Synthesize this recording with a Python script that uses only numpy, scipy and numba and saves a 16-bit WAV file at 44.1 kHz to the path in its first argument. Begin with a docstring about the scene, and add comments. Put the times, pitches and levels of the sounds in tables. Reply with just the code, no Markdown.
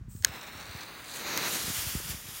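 """Wind and soft steps thump in the bass as gas hisses from a jet lighter; the igniter snaps and the flame blows
at the fuse of a smoke firework in an open field. The fuse catches with a breathy flare, the trigger
clicks back, and the fuse hisses on, fading as the microphone backs away. Clicks are struck damped modes,
burning and wind are turbulence shaped in spectrum and level, spitting is a random train of short noise
bursts, and thumps are band-limited pressure pulses."""
import sys
import numpy as np
from scipy import signal
from scipy.fft import rfft, irfft
from scipy.io import wavfile
from scipy.ndimage import uniform_filter1d, map_coordinates
from numba import njit

SR = 44100
rng = np.random.default_rng(int(sys.argv[2]) if len(sys.argv) > 2 else 0)


def unload_audio(sound):
    """Save the sound as a 16-bit wav file, at the path given as the first command line argument."""
    columns = np.transpose(np.atleast_2d(sound))
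    # keep every value between -1 and 1, then stretch to whole-number steps
    steps = np.round(np.clip(columns, -1, 1) * 32767)
    wavfile.write(sys.argv[1], SR, steps.astype(np.int16))


N = 105840  # samples

# All levels of burning are set ahead of the gliding hollows.
# two gliding hollows in the sound of the burning: t/s, lower f/Hz, upper f/Hz, depth of the lower/dB
HOLLOW_PATHS = [(.22, 4600, 11400, 2), (.3, 4600, 11300, 27), (.5, 4716, 11800, 29), (.75, 5270, 12400, 5),
                (1.0, 5500, 12420, 13), (1.14, 5450, 12000, 17), (1.21, 5240, 11700, 9.1),
                (1.25, 5300, 9800, 9.8), (1.42, 5200, 10300, 4.4), (1.6, 4970, 9700, 1.5),
                (1.68, 4670, 9800, 1), (1.72, 4000, 8300, 4), (1.85, 3930, 8260, 7.5),
                (2.4, 4240, 8150, 9.5)]
# unsteadiness of flame and fuse: spread of the level, changes per second
FLICKER_DB, FLICKER_HZ = 1.19, 40.13


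def undb(db):
    """Level law: decibels to an amplitude ratio."""
    return 10 ** (np.asarray(db) / 20)


def curve(rows, axis=1):
    """Linear interpolation: one column of a table, joined by straight lines in time."""
    rows = np.array(rows)
    return np.interp(np.arange(N) / SR, rows[:, 0], rows[:, axis])


def colour(x, points):
    """Spectral shaping: weight each frequency, falling 12 dB/octave faster below the first point; rms 1."""
    hz, db = np.array(points).T
    f = np.maximum(np.arange(N // 2 + 1) * SR / N, 1)
    gain = undb(np.interp(np.log(f), np.log(hz), db))
    bass_cut = np.minimum(f / hz[0], 1) ** 2
    y = irfft(rfft(x) * gain * bass_cut, N)
    return y / np.sqrt(np.mean(y ** 2))


def noise(points):
    """Turbulence: Gaussian noise with a given spectrum; rms 1."""
    return colour(rng.standard_normal(N), points)


def walk(rate):
    """Slow random modulation: levels held 1 / rate seconds and smoothed twice; spread near 1."""
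    k = int(SR / rate)
    held = np.repeat(rng.standard_normal(N // 100), k)[:N]
    return np.sqrt(2) * uniform_filter1d(uniform_filter1d(held, k), k)


def flicker(level_rows):
    """Amplitude modulation: a level curve with the unsteadiness of burning, as a gain."""
    return undb(curve(level_rows) + FLICKER_DB * walk(FLICKER_HZ))


def gate(on, rise, off, fall):
    """Flow envelope: linear attack, hold, exponential release."""
    t = np.arange(N) / SR
    return np.clip((t - on) / rise, 0, 1) * np.exp(-np.maximum(t - off, 0) / fall)


def add(out, start, x):
    """Superposition: mix a short sound in at a time in seconds."""
    i = max(int(start * SR), 0)
    out[i:i + len(x)] += x[:max(N - i, 0)]


@njit
def svf(x, hz, width):
    """Second-order resonance: a band-pass with moving centre and width, gain 1 at the centre."""
    y, b, l = np.empty(len(x)), 0., 0.
    for i in range(len(x)):
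        g, k = np.tan(np.pi * hz[i] / SR), width[i] / hz[i]
        v = (b + g * (x[i] - l)) / (1 + g * (g + k))
        b, l, y[i] = 2 * v - b, l + 2 * g * v, k * v
    return y


def dip(x, hz, depth_db, width):
    """Notch by subtraction: removing part of a band leaves a hollow, whose centre may move."""
    return x - (1 - undb(-depth_db)) * svf(x, hz * np.ones(N), width * np.ones(N))


def roar_dip(x):
    """Fixed notch: a steady narrow hollow in the roar of flame and flare."""
    return dip(x, hz=3230, depth_db=3.5, width=410)


def clicks():
    """Modal impact: each blow cracks and rings the lighter's plastic body, over a faint dull casing knock."""
    # three trigger creaks, igniter snap, small after-tick, trigger release:
    # t/s, peak level ahead of the knock/dB, ring length factor, share of bright crack
    blows = [(0.163, -45, 1.2, 0.16), (0.224, -33.5, 1.2, .2), (0.2358, -40, 1.5, .3),
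             (0.2471, -1.2, 1.13, 0.37), (0.2702, -35, 0.89, .6), (1.3751, -13, 1.15, 0.98)]
    # modes of the lighter body: f/Hz, relative level/dB, t60 ahead of the ring length factor/s
    modes = [(1664, 2, 0.0083), (1880, -7.5, 0.0079), (3170, 1, 0.005), (4320, -1, 0.0078),
             (5220, 4.5, 0.0049), (6594, 11, 0.0044), (8420, 0, .004), (9770, -6, 0.0042),
             (11300, 8, 0.0021), (12820, -2, 0.0029)]
    body_cut_hz, crack_cut_hz = 1540, 7000
    crack_s, contact_s = 0.0016, 0.00081  # decay of the crack, time in which the modes are driven
    knock_hz, knock_decay_s, knock_share = 396, 0.00088, 0.039  # share against the peak of the click
    out, t = np.zeros(N), np.arange(SR // 20) / SR
    cut = signal.butter(7, body_cut_hz, "high", fs=SR, output="sos")
    treble = signal.butter(2, crack_cut_hz, "high", fs=SR, output="sos")
    knock = knock_share * np.sin(2 * np.pi * knock_hz * t) * np.exp(-t / knock_decay_s)
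    contact = 1 - np.exp(-(t / contact_s) ** 2)
    for start, db, ring, bright in blows:
        body = np.zeros(len(t))
        for hz, mode_db, t60 in modes:
            decay = np.exp(-np.log(1000) * t / (t60 * ring))
            body += undb(mode_db) * np.sin(2 * np.pi * hz * t) * decay
        crack = signal.sosfilt(treble, rng.standard_normal(len(t)) * np.exp(-t / crack_s))
        hit = signal.sosfilt(cut, body * contact + bright * crack)
        add(out, start, undb(db) * (hit / np.abs(hit).max() + knock))
    return out


def lighter():
    """Jet turbulence: gas hisses thinly, then burns with resonances that climb with the heat and sink again."""
    # spectrum of the unlit gas: f/Hz, relative level per Hz/dB
    gas_spectrum = [(1000, -32), (4400, -16.5), (6200, -14), (8000, -3), (9400, -9), (10200, -21),
                    (12000, -14), (14000, -12), (15500, -6)]
    # spectrum of the flame's roar: f/Hz, relative level per Hz/dB
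    flame_spectrum = [(100, -0.5), (300, 0), (550, -2), (1000, 1), (1600, 1.5), (2600, -0.5), (3200, -5.5),
                      (3850, 0), (4700, -3), (5600, -11.5), (7000, -16.5), (10000, -21), (13200, -17),
                      (16000, -6.5)]
    # thin hiss of the nozzle, before its glide: f/Hz, relative level per Hz/dB
    nozzle_spectrum = [(4600, -2), (5250, 11), (6200, -9), (7500, 3), (8400, 2), (10000, -7.5),
                       (11600, -20), (12400, 1), (13100, -11), (14200, -10), (15500, -8)]
    # jet flame, ahead of its flicker: t/s, level/dB
    jet_level = [(.26, -43), (.42, -41.5), (.55, -43.5), (.75, -42), (.95, -46), (1.08, -45.5), (1.2, -45),
                 (1.37, -35)]
    gas_db, nozzle_db = -52, -14.5  # nozzle against the roar
    lit_s = 0.23
    gas = undb(gas_db) * noise(gas_spectrum) * gate(on=0.082, rise=0.033, off=lit_s, fall=0.04)
    # reading the noise faster raises its resonances in step with the lower hollow
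    hollow = curve(HOLLOW_PATHS)
    position = np.cumsum(hollow / hollow[0])
    nozzle = map_coordinates(noise(nozzle_spectrum), [position], order=5, mode="mirror")
    jet = roar_dip(noise(flame_spectrum)) + undb(nozzle_db) * nozzle
    burning = gate(on=lit_s, rise=0.019, off=1.48, fall=0.017)
    return gas + jet * flicker(jet_level) * burning


def spitting():
    """Poisson impulses: tiny pops of uneven size, each a decaying noise burst, as the flame licks the fuse."""
    # spells of spitting: t/s, length/s, level/dB, pops per second
    spells = [(0.256, 0.089, -53.5, 170), (0.406, 0.026, -48, 360), (0.45, 0.043, -51.5, 130),
              (0.52, 0.36, -53, 450), (1.015, 0.04, -49.5, 240), (1.055, 0.12, -46, 1400)]
    # spectrum of the pops: f/Hz, relative level per Hz/dB
    pop_spectrum = [(1500, -24), (4000, 12), (5700, 9), (8500, 3.5), (11000, -5), (16000, -3)]
    scatter_db, pop_decay_s = 3.5, .00025
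    out = np.zeros(N)
    for start, length, db, rate in spells:
        sizes = undb(scatter_db * np.clip(rng.standard_normal(N), -2, 2))
        pops = (rng.random(N) < rate / SR) * sizes
        envelope = signal.lfilter([1], [1, -np.exp(-1 / (pop_decay_s * SR))], pops)
        bursts = envelope * rng.standard_normal(N)
        spell = gate(start, 0.0036, start + length, 0.0057)
        out += undb(db) * spell * colour(bursts, pop_spectrum)
    return out


def vent(x):
    """Resonant filtering: narrow resonances of the burning tip each drift and swell independently; rms 1."""
    # resonances of the tip, ahead of drift and sway: f/Hz, level/dB
    resonances = [(4150, -13), (4750, -9.5), (5550, -11), (6700, -12), (7250, -5), (9150, -23), (10450, -5),
                  (11450, -6), (13050, -6), (15350, 0)]
    width_hz, drift = 400, .018  # drift is a share of the centre
    sway_db, changes_hz = 5, 13
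    y = x.copy()
    for hz, db in resonances:
        gain = undb(db + sway_db * np.tanh(walk(changes_hz)))
        centre = hz * (1 + drift * walk(changes_hz))
        y += gain * svf(x, centre, np.full(N, float(width_hz)))
    return y / np.sqrt(np.mean(y ** 2))


def fuse():
    """Combustion noise: the tip flares with a breathy roar, then the core burns with a bright, flickering hiss."""
    # flare of the tip, ahead of its flicker: t/s, level/dB
    flare_level = [(1.04, -69), (1.16, -42.5), (1.3, -35), (1.4, -35), (1.52, -36.5), (1.63, -40),
                   (1.8, -46), (2.03, -48), (2.12, -46.5), (2.23, -54), (2.28, -48), (2.4, -58)]
    # spectrum of the flare, ahead of the resonances: f/Hz, relative level per Hz/dB
    flare_spectrum = [(50, -14), (130, 2), (330, 5), (700, -1), (1600, 0.5), (2500, 0), (3250, -7.5),
                      (3950, 2), (4600, -3), (5600, -1), (6600, -1), (7800, -22), (10000, -20),
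                      (11500, -10), (15500, -15)]
    # steady burn, ahead of its flicker: t/s, level/dB
    hiss_level = [(1.05, -54), (1.16, -41), (1.22, -47), (1.4, -44), (1.5, -32.5), (1.56, -32.5),
                  (1.645, -35.5), (1.695, -32.5), (1.82, -33), (1.92, -34.5), (2.03, -38.5), (2.09, -36.5),
                  (2.23, -43.5), (2.28, -40), (2.37, -40.5), (2.4, -43.5)]
    # spectrum of the steady burn, ahead of the resonances: f/Hz, relative level per Hz/dB
    hiss_spectrum = [(120, -23), (300, -15), (750, -6), (1300, 0), (2400, 0), (3300, 3.5), (4500, 0),
                     (6800, -1), (9000, 2.5), (11000, -3), (12200, -0.5), (15600, -3)]
    lit_s, catch_s = 0.88, 0.11
    flare = roar_dip(vent(noise(flare_spectrum))) * flicker(flare_level)
    hiss = vent(noise(hiss_spectrum)) * flicker(hiss_level)
    caught = np.clip((np.arange(N) / SR - lit_s) / catch_s, 0, 1)
    return caught * (flare + hiss)


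def hollowed(x):
    """Moving notches: two hollows, the upper one shallower, glide through all the burning sounds."""
    lower, upper, db = (curve(HOLLOW_PATHS, axis=k) for k in range(1, 4))
    q, upper_share = 4.7, .5
    x = dip(x, lower, db, lower / q)
    return dip(x, upper, upper_share * db, upper / q)


def thumps():
    """Pressure pulses: soft pushes from gusts and steps ring in the microphone's bass cut."""
    # pushes: t/s, peak level/dB, time constant/s
    pushes = [(0.012, -37, 0.002), (0.082, -36, 0.0016), (0.151, -34, 0.0014), (0.21, -38.5, 0.0055),
              (0.264, -42, 0.0039), (0.294, -38.5, 0.002), (0.55, -42.5, 0.0018), (.697, -41, 0.0051),
              (0.749, -34, 0.0012), (1.643, -36.5, 0.00088), (1.679, -31.5, 0.00079), (1.7, -29.5, 0.00074),
              (1.789, -34.5, 0.0077), (1.867, -33, 0.0021), (1.951, -24, 0.00093), (1.965, -33, 0.0059),
              (2, -35.5, 0.00017), (2.097, -34, 0.0018), (2.145, -35.5, 0.0012), (2.254, -46, 0.0019),
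              (2.285, -41, 0.0013)]
    cut_hz, top_hz = 76, 440
    out, t = np.zeros(N), np.arange(SR // 10) / SR
    cut = signal.butter(4, [cut_hz, top_hz], "band", fs=SR, output="sos")
    for start, db, length in pushes:
        # a push and its recoil, which sum to zero
        pulse = (t / length) ** 2 * np.exp(-t / length) * (1 - t / length / 3)
        push = signal.sosfilt(cut, pulse)
        add(out, start - length, undb(db) * push / np.abs(push).max())
    return out


def wind():
    """Flow noise: uneven rumble on the microphone over the faint steady air of the field."""
    # rumble, ahead of its random unevenness: t/s, level/dB
    rumble_level = [(0, -44), (.3, -54), (.42, -67), (.58, -51), (.76, -64), (.84, -61), (1.5, -62),
                    (1.66, -52.5), (1.95, -47), (2.12, -48.5), (2.22, -55.5), (2.4, -61)]
    # spectrum of the rumble: f/Hz, relative level per Hz/dB
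    rumble_spectrum = [(20, -62), (40, 6.5), (65, 7), (120, 5.5), (200, -1), (350, -31), (700, -49)]
    # spectrum of the field's air: f/Hz, relative level per Hz/dB
    air_spectrum = [(100, -12), (450, 6.5), (750, 1), (1100, 6.5), (2000, 1.5), (3000, -6.5), (7000, -9),
                    (16000, -37)]
    air_db, uneven_db, changes_hz = -68, 0.51, 24.8
    rumble = noise(rumble_spectrum) * undb(curve(rumble_level) + uneven_db * walk(changes_hz))
    return rumble + undb(air_db) * noise(air_spectrum)


def scene():
    """Superposition: all sources reach one microphone; both channels are alike."""
    burning = hollowed(lighter() + spitting() + fuse())
    mono = clicks() + burning + thumps() + wind()
    return np.array([mono, mono])


def record(dry):
    """Band limiting: the recorder cuts the top steeply."""
    top_hz = 15900
    low_pass = signal.ellip(10, .2, 80, top_hz, fs=SR, output="sos")  # ripple and stop-band depth in dB
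    return signal.sosfilt(low_pass, dry)


dry = scene()
out = record(dry)
unload_audio(out)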